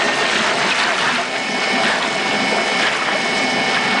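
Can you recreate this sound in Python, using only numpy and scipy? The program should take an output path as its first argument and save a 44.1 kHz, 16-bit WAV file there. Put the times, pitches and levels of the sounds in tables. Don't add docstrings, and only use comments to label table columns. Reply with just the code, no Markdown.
import sys
import numpy as np
from scipy import signal
from scipy.fft import rfft, irfft, next_fast_len
from scipy.io import wavfile
from scipy.ndimage import uniform_filter1d, map_coordinates

SR = 44100
rng = np.random.default_rng(int(sys.argv[2]) if len(sys.argv) > 2 else 0)


def generate_wav(signal):
    frames = np.transpose(np.atleast_2d(signal))
    scaled = np.clip(frames, -1, 1) * 32767
    pcm = np.round(scaled).astype(np.int16)
    wavfile.write(sys.argv[1], SR, pcm)


N = 176400


def amp(db):
    return 10 ** (np.asarray(db) / 20)


def unit(x):
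    return x / np.sqrt(np.mean(x ** 2) + 1e-20)


def curve(rows):
    return np.interp(np.arange(N) / SR, *np.transpose(rows))


def wobble(rate, size=N):
    return map_coordinates(rng.standard_normal(1000), [np.arange(size) * rate / SR], mode="wrap")


def add(out, time, sound):
    part = out[round(time * SR):][:len(sound)]
    part += sound[:len(part)]


def filtered(x, response):
    size = next_fast_len(len(x) + SR // 4)
    return irfft(rfft(x, size) * response(np.fft.rfftfreq(size, 1 / SR)), size)[:len(x)]


def equalised(x, eq):
    points_hz, gains_db = np.transpose(eq)
    return unit(filtered(x, lambda hz: amp(np.interp(np.log(hz + 1), np.log(points_hz + 1), gains_db))))


def turbulence(patchy_db):
    spectrum = signal.stft(rng.standard_normal(N), nperseg=512)[2]
    patches = uniform_filter1d(uniform_filter1d(rng.standard_normal(spectrum.shape), 6, 0), 5, 1)
    return unit(signal.istft(spectrum * amp(patchy_db * unit(patches)), nperseg=512)[1][:N])


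def bubbles(lo_hz, hi_hz, cycles, spread_db, rise, count, size):
    when, pitch, strength = rng.random((count, 3)).T[:, :, None]
    hz = lo_hz * (hi_hz / lo_hz) ** pitch
    turns = hz * np.arange(size) / SR
    age = turns / cycles
    envelope = np.exp(-np.log(1000) * age) * (1 - np.exp(-2 * turns))
    tone = np.sin(2 * np.pi * turns * (1 + rise * age / 2))
    pings = hz * amp(spread_db * strength ** 2) * tone * envelope
    at = (when * N).astype(int) + np.arange(size)
    return unit(np.bincount(at.ravel() % N, pings.ravel(), N))


MOTOR_PARTIALS = [(0, 6, -37.5, -35.5), (0, 11, -33, -27), (1, -3, -31, -30.5), (1, -1, -37.5, -43.5),
                  (1, 3, -33.5, -23.5), (1, 14, -32.5, -30.5), (1, 16, -53, -43), (2, -11, -46, -38),
                  (2, -6, -45, -40), (2, 0, -33.5, -38), (2, 2, -51, -42.5), (2, 4, -47, -62),
                  (2, 6, -38.5, -45), (2, 7, -59, -41.5), (2, 11, -42, -40), (2, 13, -53, -37),
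                  (2, 17, -43, -38), (2, 19, -57, -38), (3, -5, -49, -86), (3, -3, -57, -66),
                  (3, 3, -69, -71), (3, 5, -43.5, -68), (3, 6, -44.5, -49.5), (3, 9, -47, -61),
                  (3, 11, -47, -73), (4, -8, -46, -55), (4, 0, -46, -72), (4, 5, -49, -48)]
# (centre [Hz], half-width [Hz], boost [dB])
FRAME_RESONANCES = [(1831, 12, 8), (5108, 12, 6)]


def motor(start_hz=52.8, ramp_hz_per_s=17.2, full_hz=70.02, switch_hz=3994.4, trim_db=-1.5):
    t = np.arange(N) / SR
    drive_hz = np.minimum(start_hz + ramp_hz_per_s * t, full_hz)
    load = np.clip((t - 0.67) / 0.83, 0, 1)
    whine = np.zeros(N)
    for carrier, sideband, run_db, full_db in MOTOR_PARTIALS:
        hz = carrier * switch_hz / 2 + sideband * drive_hz
        frame_db = sum(boost / (1 + ((hz - centre) / width) ** 2)
                       for centre, width, boost in FRAME_RESONANCES)
        level_db = run_db + (full_db - run_db) * load + frame_db + 0.3 * wobble(5.64)
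        phase = 2 * np.pi * (np.cumsum(hz) / SR + rng.random()) + 0.29 * wobble(22.18)
        whine += np.sqrt(2) * amp(level_db) * np.sin(phase)
    return amp(trim_db) * whine


# (time [s], level [dB])
RUMBLE_FADER = [(0, -33), (0.25, -30), (0.65, -28.5), (0.85, -31.5), (1.05, -26), (1.3, -30), (1.53, -27.5),
                (1.63, -31), (1.76, -28.5), (1.9, -25), (2.15, -27.5), (2.45, -29), (2.65, -31),
                (2.85, -29), (3.13, -30), (3.3, -28.5), (3.55, -29), (3.75, -29), (4, -25.5)]
# (frequency [Hz], gain [dB])
RUMBLE_EQ = [(20, -59), (70, -35), (86, -9), (105, -21), (135, -8), (170, -10.5), (205, -2.5), (262, 0),
             (295, -11.5), (420, -38)]


def rumble(trim_db=0.43):
    swarm = bubbles(130, 300, cycles=16, spread_db=1, rise=0.1, count=1100, size=4000)
    water = equalised(swarm + turbulence(patchy_db=4), RUMBLE_EQ)
    return water * amp(curve(RUMBLE_FADER) + trim_db)


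# (time [s], level [dB])
GURGLE_FADER = [(0, -23), (0.22, -23.5), (0.65, -20), (0.75, -28), (0.88, -19.5), (1.12, -27), (1.3, -21.5),
                (1.45, -26), (1.7, -24.5), (1.88, -21.5), (2.15, -21), (2.42, -27.5), (2.58, -22),
                (2.7, -26.5), (2.85, -23), (3.12, -23), (3.3, -26.5), (3.5, -26), (3.75, -29), (4, -26.5)]
# (frequency [Hz], gain [dB])
GURGLE_EQ = [(150, -32), (290, 0), (350, 0), (430, 2.5), (510, -6), (610, 3), (690, 5.5), (760, -6.5),
             (870, 1), (1100, -12.5), (2000, -27.5)]


def gurgle(trim_db=-0.27):
    swarm = bubbles(320, 1100, cycles=20, spread_db=3, rise=0.15, count=2000, size=2300)
    water = equalised(swarm + amp(-0.5) * turbulence(patchy_db=1), GURGLE_EQ)
    return water * amp(curve(GURGLE_FADER) + trim_db)


# (time [s], level [dB])
SPLASH_FADER = [(0, -21), (.35, -17.5), (.76, -17.5), (.81, -11.5), (.95, -13.5), (1.12, -12), (1.3, -21.5),
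                (1.55, -26.5), (1.82, -22.5), (1.88, -13), (2.12, -19), (2.45, -24.5), (2.6, -24.5),
                (2.8, -23), (2.87, -13.5), (3.0, -19.5), (3.1, -19), (3.3, -26), (3.65, -26.5),
                (3.76, -21.5), (3.87, -23.5), (4, -19)]
# (frequency [Hz], gain [dB])
SPLASH_EQ = [(20, -32), (90, -14.5), (400, -3.5), (850, 0), (1200, 0), (1750, 1), (2050, -1.5),
             (2600, -3.5), (3600, -7.5), (4600, -15), (7000, -53), (10000, -46)]


def splash(trim_db=1, flutter_db=1.15):
    swarm = bubbles(788, 6090, cycles=24, spread_db=6, rise=0.11, count=7000, size=900)
    water = equalised(swarm + amp(3) * turbulence(patchy_db=1), SPLASH_EQ)
    return water * amp(curve(SPLASH_FADER) + trim_db + flutter_db * wobble(40))


# (time [s], level [dB])
SPRAY_FADER = [(0, -38.5), (0.3, -34.5), (0.37, -33.5), (0.5, -34), (0.74, -33.5), (0.8, -29),
               (0.95, -30.5), (1.17, -29.5), (1.3, -35.5), (1.58, -38.5), (1.64, -38), (1.8, -41),
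               (1.88, -30.5), (2.15, -35), (2.4, -38.5), (2.8, -38), (2.85, -31), (3.02, -36), (3.3, -37.5),
               (3.42, -37.5), (3.65, -39.5), (3.78, -37.5), (4, -39)]
# (frequency [Hz], gain [dB])
SPRAY_EQ = [(1000, -11), (2500, -9), (3700, -0.5), (4600, 0.5), (5300, 1), (6000, -1.5), (8000, -7),
            (10000, -8)]


def spray(trim_db=7, flutter_db=0.94):
    swarm = bubbles(2730, 9270, cycles=12.3, spread_db=11.5, rise=0.036, count=22000, size=160)
    patter = equalised(swarm + amp(-5) * turbulence(patchy_db=6.5), SPRAY_EQ)
    return patter * amp(curve(SPRAY_FADER) + trim_db + flutter_db * wobble(31.72))


def vat(x, t60_s=0.21, wet_db=-8, tails=41):
    t = np.arange(SR // 4) / SR
    position = np.linspace(0, tails - 1, N)
    wet = np.zeros(N)
    for k in range(tails):
        tail = rng.standard_normal(len(t)) * amp(-60 * t / t60_s)
        near = np.flatnonzero(abs(position - k) < 1)
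        send = x[near] * np.cos(np.pi / 2 * (position[near] - k))
        add(wet, near[0] / SR, signal.fftconvolve(send, tail / np.linalg.norm(tail)))
    return (x + amp(wet_db) * wet) / np.hypot(1, amp(wet_db))


# (frequency [Hz], gain [dB])
FOAM_EQ = [(100, -11), (500, 11.5), (900, 5.5), (1500, 1), (2400, 11.5), (3300, -4.5), (4500, -20),
           (5300, -7.5), (5900, -34), (10000, -32)]


def foam(level_db=-26):
    return equalised(turbulence(patchy_db=2.5), FOAM_EQ) * amp(level_db + 0.33 * wobble(11))


def cavity(length, start_hz, end_hz, attack_s, release_s):
    t = np.arange(SR // 4) / SR
    hz = start_hz * (end_hz / start_hz) ** np.minimum(t / length, 1)
    closing = np.minimum((t - length) / (release_s / 2), 50)
    envelope = (1 - np.exp(-t / attack_s)) / (1 + np.exp(closing))
    return envelope, 2 * np.pi * np.cumsum(hz) / SR


# (time [s], length [s], level [dB], start pitch [Hz], end pitch [Hz])
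GLUG_CUES = [(.086, 0.014, -17.5, 860, 824), (.21, 0.017, -17.5, 438, 428), (.384, 0.038, -21.5, 211, 220),
             (0.48, 0.028, -19.5, 649, 657), (.654, 0.025, -24.5, 226, 215), (0.71, 0.019, -11, 2660, 2460),
             (0.861, 0.03, -17.5, 712, 720), (0.909, 0.027, -18, 697, 638), (1.182, 0.034, -12.5, 694, 685),
             (1.353, .01, -13.5, 1580, 1670), (1.52, 0.036, -26.5, 231, 230),
             (1.728, 0.053, -26.5, 244, 241), (1.808, 0.022, -23, 740, 783), (2.52, 0.028, -19.5, 416, 750),
             (2.801, .014, -19.5, 720, 810), (3.017, 0.013, -13, 1390, 1260),
             (3.128, .016, -16.5, 864, 800), (3.146, 0.018, -14.5, 560, 638),
             (3.767, 0.012, -11, 1570, 1790), (3.942, 0.018, -20.5, 660, 836)]


def glugs(waver_rad=0.38):
    out = np.zeros(N)
    for time, length, db, start_hz, end_hz in GLUG_CUES:
        envelope, phase = cavity(length, start_hz, end_hz, attack_s=0.0027, release_s=0.0075)
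        tone = np.sin(phase + waver_rad * wobble(170, size=len(phase)))
        add(out, time, np.sqrt(2) * amp(db) * envelope * tone)
    return out


# (peak time [s], decay [s], level [dB], band centre [Hz])
SLAP_CUES = [(0.132, 0.011, -18.5, 2400), (0.291, 0.017, -19, 2600), (0.36, 0.013, -16.5, 2220),
             (0.391, 0.027, -20, 3000), (0.628, 0.016, -20, 2500), (0.711, 0.035, -16, 2230),
             (0.787, 0.023, -15.5, 2940), (0.834, 0.0084, -10.5, 3100), (0.887, 0.023, -14, 1550),
             (0.988, .035, -15, 2700), (1.077, 0.068, -15.5, 1000), (1.154, 0.051, -17, 2980),
             (1.362, 0.0075, -14.5, 1800), (1.63, 0.028, -23.5, 2860), (1.859, 0.026, -17, 2440),
             (2.022, 0.0096, -11, 2130), (2.588, 0.017, -19, 1220), (2.828, .014, -23, 2290),
             (2.87, 0.024, -15.5, 3000), (2.93, 0.023, -15.5, 2420), (2.954, 0.018, -14, 1260),
             (3.023, 0.0046, -20, 1620), (3.085, 0.018, -15, 1380), (3.747, 0.015, -18.5, 2000),
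             (3.962, 0.02, -20, 1290)]


def slaps(width_octaves=0.77, attack_share=0.27, skirt_db=-20, spray_db=-24, clump_db=2):
    t = np.arange(-SR // 20, SR // 8) / SR
    out = np.zeros(N)
    swarm = bubbles(700, 5000, cycles=22, spread_db=4, rise=0.15, count=3500, size=900)
    water = swarm + amp(-3) * turbulence(patchy_db=1)
    for time, decay, db, centre in SLAP_CUES:
        burst = water[rng.integers(N - len(t)):][:len(t)]
        band = filtered(burst, lambda hz: np.exp(-(np.log2((hz + 1) / centre) / width_octaves) ** 2)
                        + amp(skirt_db) / (1 + (hz / (2 * centre)) ** 2)
                        + amp(spray_db) * hz / (hz + centre))
        envelope = np.exp(-(t / np.where(t < 0, attack_share * decay, decay)) ** 2)
        clumps = amp(clump_db * wobble(110, size=len(t)))
        add(out, time + t[0], amp(db) * unit(band * envelope * clumps) * np.sqrt(np.mean(envelope ** 2)))
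    return out


# (time [s], length [s], level [dB], start pitch [Hz], end pitch [Hz])
SLOSH_CUES = [(0.777, 0.14, -16.5, 1950, 1514), (1.0, .12, -23, 1650, 1180), (1.85, .11, -14.5, 1613, 1700),
              (2.824, 0.099, -18, 1660, 1930)]


def sloshes(width_hz=320):
    out = np.zeros(N)
    for time, length, db, start_hz, end_hz in SLOSH_CUES:
        envelope, phase = cavity(length, start_hz, end_hz, attack_s=0.024, release_s=0.01)
        stir = wobble(width_hz, size=len(phase)) + 1j * wobble(width_hz, size=len(phase))
        ring = np.real(stir / (abs(stir) + 1e-6) * np.exp(1j * phase))
        add(out, time, amp(db) * unit(ring * envelope) * np.sqrt(np.mean(envelope ** 2)))
    return out


def scene():
    liquid = splash() + spray() + gurgle() + rumble()
    return (vat(liquid) + slaps() + sloshes() + glugs() + foam() + motor())[None]


def record(dry, threshold_db=-16.5, window_s=0.025, attack_s=0.012, release_db_per_s=15, top_hz=10080):
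    power = abs(uniform_filter1d(dry[0] ** 2, int(window_s * SR)))
    over_db = np.maximum(10 * np.log10(power + 1e-12) - threshold_db, 0)
    release_db = release_db_per_s * np.arange(N) / SR
    held_db = np.maximum.accumulate(over_db + release_db) - release_db
    pole = np.exp(-1 / (attack_s * SR))
    duck_db = signal.lfilter([1 - pole], [1, -pole], held_db, zi=[held_db[0]])[0]
    return filtered(dry[0] * amp(-duck_db), lambda hz: hz < top_hz)[None]


dry = scene()
out = record(dry)
generate_wav(out)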